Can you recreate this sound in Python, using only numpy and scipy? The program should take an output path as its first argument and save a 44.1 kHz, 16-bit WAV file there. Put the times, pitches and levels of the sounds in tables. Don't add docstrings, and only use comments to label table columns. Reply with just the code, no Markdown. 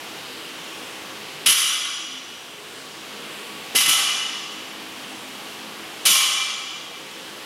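import sys
import numpy as np
from scipy import signal
from scipy.fft import rfft, irfft, next_fast_len
from scipy.io import wavfile
from scipy.ndimage import uniform_filter1d

SR = 44100
rng = np.random.default_rng(int(sys.argv[2]) if len(sys.argv) > 2 else 0)


def master(y):
    cut = np.clip(np.atleast_2d(y).T, -1, 1)
    pcm = np.round(cut * 32767)
    wavfile.write(sys.argv[1], SR, pcm.astype(np.int16))


def gain_from_db(level_db):
    decades = np.asarray(level_db, float) / 20
    return 10 ** decades


N = 328924
SPAN = 3 * SR

# freq_hz, level_db (per Hz)
AIR_SPECTRUM = [(35, -76), (60, -18), (202, -7), (232, -9.5), (255, -5.5), (287, -8.5), (322, -4),
                (564, -8), (764, -6), (1860, -8), (3030, -6), (6550, -16.5), (11500, -21.5), (15900, -30)]
AIR_DB = -37
# freq_hz, width_hz, level_db
FAN_DRONE = [(154.1, 8.3, -65.5), (262.1, 7, -55), (320.4, 13.4, -55.5), (375, 5.8, -61.5), (419.3, 7, -57),
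             (476.6, 8.9, -57), (531, 9.8, -58), (804, 9.1, -74), (1128, 18, -57)]
# time_s, level_db
FAN_HUM = [
    (0.0, -64),
    (1.2, -57),
    (1.9, -67),
    (3.7, -50),
    (4.3, -55),
    (6.1, -53),
    (6.85, -62),
    (7.46, -54),
]
HUM_HZ = 210
# freq_hz, width_hz, level_db
GRILLE = (2960, 640, -47.5)

# start_s, strength_db, chatter_ms
LANDINGS = [
    [(1.458, 1.5, 8.1), (1.480, 5, 29), (1.516, -2.5, 6), (1.562, 0.5, 33), (1.685, -9, 11),
     (1.850, -14.5, 6.3)],
    [(3.747, 4, 22), (3.803, -1.5, 9.8), (3.856, -3.5, 5.6), (3.880, 4, 13), (3.928, -9, 7),
     (3.975, -9.5, 17), (4.018, -19, 8), (4.085, -25, 13), (4.121, -26, 11), (4.397, -31, 12)],
    [(6.050, 5, 24), (6.095, 6.5, 29), (6.150, -2, 4.1), (6.205, -7.5, 6.7), (6.356, -16.5, 7.9),
     (6.520, -29, 14), (6.610, -36, 11)],
]
# bar_db, plates_db, plate_brightness_db (per octave)
BLOW_SHARE = [
    (11, 9, 2.2),
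    (7.5, 8.5, -1),
    (11.5, 9.5, -2),
]
# mode_hz, extra_db
BELLIES = [
    [(5822, 6), (3290, 3), (3838, 2)],
    [(2058, 5), (1215, 4), (2372, 2), (2938, 3.5)],
    [(2372, 7), (3290, 4.5), (3765, 4), (6282, 3), (1215, 3)],
]
# freq_hz, level_db (per Hz)
CLATTER_SPECTRUM = [(900, -26.5), (1230, -4), (1750, -12), (2400, -7), (3000, -1), (3700, -7.5),
                    (4300, -9.5), (6000, -6.5), (8000, -15.5), (9700, -14), (10600, -6.5), (12000, -11),
                    (13200, -20), (16000, -38.5)]
CLATTER_DB = [-31.5, -31.5, -31]
# freq_hz, level_db (per Hz)
CRACK_SPECTRUM = [(500, -24), (1500, -7.5), (3700, -0.5), (6000, -10), (10500, -2), (12500, -8),
                  (16000, -24)]
CRACK_DB = 5
FLOOR_DB = [0, 4, -4]
TILT_DB, TILT_PER_DB, THUD_DB, THUD_PER_DB = 0.5, 0.72, -39.5, 1.8

BAR_HZ = [2058, 2372, 2765, 3090, 3445, 3765, 4199, 4592, 4960, 5388, 5822, 6282, 6743, 7173, 7657, 8143,
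          8653, 9155, 9676, 10228, 10710, 11290, 11782, 12340, 12908, 13493, 14063, 14647, 15238]
BAR_LEVELS = [-39.5, -39.5, -46.5, -35, -36.5, -45.5, -49, -44.5, -39.5, -41.5, -37.5, -41.5, -37.5, -37,
              -41, -37.5, -34.5, -47, -43, -38, -46, -44, -48, -40, -45, -42, -45, -44, -47]
PLATE_HZ = [818, 1110, 1155, 1215, 1303, 1615, 1879, 2837, 2938, 2985, 3208, 3290, 3838, 3915, 5168, 10331,
            10460, 10535, 10605, 10900]
PLATE_LEVELS = [-54, -48, -40.5, -42.5, -41.5, -61, -50.5, -51, -31.5, -30.5, -47, -35.5, -39, -67, -40,
                -49, -36.5, -31.5, -30, -48]
# freq_hz, t60_s
IRON_T60 = [(1000, .18), (3000, .2), (6000, .2), (9000, .22), (10500, .15), (14000, .3)]
FREE_T60 = {2372: .3, 2938: .6, 3290: .6, 5822: .35}
TWIN_HZ = 26

# freq_hz, t60_s
ROOM_T60 = [(200, 1.2), (800, 1.67), (1500, 1.51), (3000, 1.67), (6000, 1.5), (10000, 0.86), (15000, 0.48)]
ROOM_DB = 3.5

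DIP_DB = [8.5, 5.5, 7]
DIP_S, RECOVER_DB_S, REST_DB = 0.084, 5, 0.64
# freq_hz, level_db
TREBLE_FLOOR = [(5000, -70), (7500, -52), (10000, -54), (12000, -53), (13200, -52), (14500, -54),
                (15500, -56)]
TOP_HZ, BASS_HZ = 15900, 90


def level(x, db):
    return x * gain_from_db(db) / np.sqrt(np.mean(x ** 2))


def on_log(hz, table):
    f, v = np.transpose(table)
    return np.interp(np.log(np.maximum(hz, 1)), np.log(f), v)


def colour(x, table):
    size = 2048
    hz = np.arange(size // 2 + 1) * SR / size
    cepstrum = irfft(np.log(gain_from_db(on_log(hz, table))))
    cepstrum[1:size // 2] *= 2
    cepstrum[size // 2 + 1:] = 0
    taps = irfft(np.exp(rfft(cepstrum)))[:size // 2]
    return signal.fftconvolve(x, taps / np.sqrt(np.sum(taps ** 2)))[:len(x)]


def walk(rate):
    hold = int(SR / rate)
    steps = np.repeat(rng.standard_normal(N // hold + 1), hold)
    return uniform_filter1d(uniform_filter1d(steps, hold), hold)[:N]


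def band(hz, width):
    edges = [hz - width / 2, min(hz + width / 2, SR / 2.2)]
    sos = signal.butter(2, edges, "band", fs=SR, output="sos")
    return level(signal.sosfilt(sos, rng.standard_normal(N)), 0)


def ventilation():
    rush = colour(rng.standard_normal(N), AIR_SPECTRUM)
    swell = walk(0.59)
    size = next_fast_len(N)
    spectrum, f = rfft(rush, size), np.fft.rfftfreq(size, 1 / SR)
    edges = 20 * 2 ** np.arange(0, 10.1, .5)
    air = 0
    for lo, hi in zip(edges, edges[1:]):
        part = irfft(spectrum * ((f >= lo) & (f < hi)), size)[:N]
        air = air + part * gain_from_db(.5 * swell + 1.1 * walk(6))
    drone = sum(gain_from_db(db + 3.0 * walk(2.5)) * band(hz, width) for hz, width, db in FAN_DRONE)
    hum = gain_from_db(np.interp(np.arange(N) / SR, *np.transpose(FAN_HUM))) * band(HUM_HZ, 8.)
    grille_hz, grille_width, grille_db = GRILLE
    whistle = gain_from_db(grille_db + walk(5.05)) * band(grille_hz, grille_width)
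    return level(air, AIR_DB) + drone + hum + whistle


def contacts(rows):
    chatter, thud = np.zeros(SPAN), np.zeros(SPAN)
    t = np.arange(SR // 8) / SR
    for start, db, ms in rows:
        tilt_db = TILT_DB + TILT_PER_DB * db
        thud_db = THUD_DB + THUD_PER_DB * db
        i = int((start - rows[0][0]) * SR)
        knocks = rng.standard_normal(len(t)) * gain_from_db(3.37 * rng.exponential(size=len(t)))
        rise = (1 - np.exp(-t / 0.0081)) ** 2
        burst = knocks * rise * np.exp(-t / (max(ms, 1) / 1000))
        burst = burst / np.sqrt(np.sum(burst ** 2))
        burst = colour(burst, [(1000, -.8 * tilt_db), (2800, 0.0044), (15000, tilt_db)])
        chatter[i:i + len(t)] += gain_from_db(db) * burst
        push = rng.standard_normal(len(t)) * np.exp(-t / 0.02)
        thud[i:i + len(t)] += gain_from_db(thud_db) * push
    return chatter, colour(thud, [(40, -46), (140, -1), (280, 0), (600, -10), (1400, -20), (20000, -70)])


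def gym():
    t, tail = np.arange(SPAN) / SR, 0
    for hz in 100 * 2 ** np.arange(0, 7.5, .5):
        decay = gain_from_db(-60 * t / on_log(hz, ROOM_T60))
        tail = tail + np.sqrt(hz) * band(hz, hz / 3.22)[:SPAN] * decay
    tail = tail * (1 - np.exp(-t / 0.0038))
    return 1 + gain_from_db(ROOM_DB) * rfft(tail / np.sqrt(np.sum(tail ** 2)))


def add_mode(heard, blows, hz, energy):
    bins = np.arange(int((hz - 700) * SPAN / SR), int((hz + 700) * SPAN / SR))
    split = TWIN_HZ * rng.uniform(0.72, 1) * np.array([[-.5], [.5]])
    t60 = FREE_T60.get(hz, on_log(hz, IRON_T60))
    poles = np.exp((2j * np.pi * (hz + split) - np.log(1000) / t60) / SR)
    ring = np.sum(1 / (1 - poles * np.exp(-2j * np.pi * bins / SPAN)), axis=0)
    pair = blows[bins] * ring
    heard[bins] += pair * np.sqrt(energy * SPAN / (2 * np.sum(np.abs(pair) ** 2)))


def barbell():
    out = np.zeros(N + SPAN)
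    for k, rows in enumerate(LANDINGS):
        chatter, thud = contacts(rows)
        room = gym()
        clatter = gain_from_db(CLATTER_DB[k] + 43.0) * colour(chatter, CLATTER_SPECTRUM)
        crack = gain_from_db(CRACK_DB) * colour(chatter, CRACK_SPECTRUM)
        heard = room * rfft(clatter)
        heard += rfft(crack + gain_from_db(FLOOR_DB[k]) * thud)
        blows = room * rfft(chatter)
        bar_db, plate_db, bright_db = BLOW_SHARE[k]
        octaves = np.log2(np.divide(PLATE_HZ, 3000))
        bar_levels = np.add(BAR_LEVELS, bar_db)
        plate_levels = np.add(PLATE_LEVELS, plate_db) + bright_db * octaves
        for hz, db in zip(np.r_[BAR_HZ, PLATE_HZ].tolist(), np.r_[bar_levels, plate_levels]):
            db += sum(extra_db for belly_hz, extra_db in BELLIES[k] if abs(belly_hz / hz - 1) < .004)
            held = SR * on_log(hz, ROOM_T60) / (2 * np.log(1000))
            add_mode(heard, blows, hz, held * gain_from_db(db) ** 2)
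        i = int(rows[0][0] * SR)
        out[i:i + SPAN] += irfft(heard, SPAN)
    return out[:N]


def scene():
    return np.tile(ventilation() + barbell(), (2, 1))


def gain_control():
    t, dip = np.arange(N) / SR, 0
    for rows, db in zip(LANDINGS, DIP_DB):
        since = t - rows[0][0]
        fall = db * since / DIP_S
        climb = db - RECOVER_DB_S * (since - DIP_S)
        dip = np.maximum(dip, np.minimum(fall, climb))
    return gain_from_db(REST_DB - dip)


def thin_treble(x):
    size = 2048
    f, _, z = signal.stft(x, SR, nperseg=size)
    power = np.abs(z) ** 2
    total = power.sum(axis=0)
    attack = total > 4.0 * np.roll(total, 2)
    floor = total * (total * 1000) ** .4 * gain_from_db(2 * on_log(f, TREBLE_FLOOR))[:, None]
    strong = uniform_filter1d(power, size=3, axis=0) > floor
    keep = (strong | attack) & (f < TOP_HZ)[:, None]
    return signal.istft(z * keep, SR, nperseg=size)[1][:N]


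def band_limit(x):
    return signal.sosfilt(signal.butter(12, 16300, fs=SR, output="sos"), x)


def record(dry):
    limited = np.tanh(dry[0] * gain_control() / .7) * .7
    bass_cut = signal.butter(2, BASS_HZ, "high", fs=SR, output="sos")
    x = thin_treble(signal.sosfilt(bass_cut, limited))
    return band_limit(np.tile(x, (2, 1)))


dry = scene()
out = record(dry)
master(out)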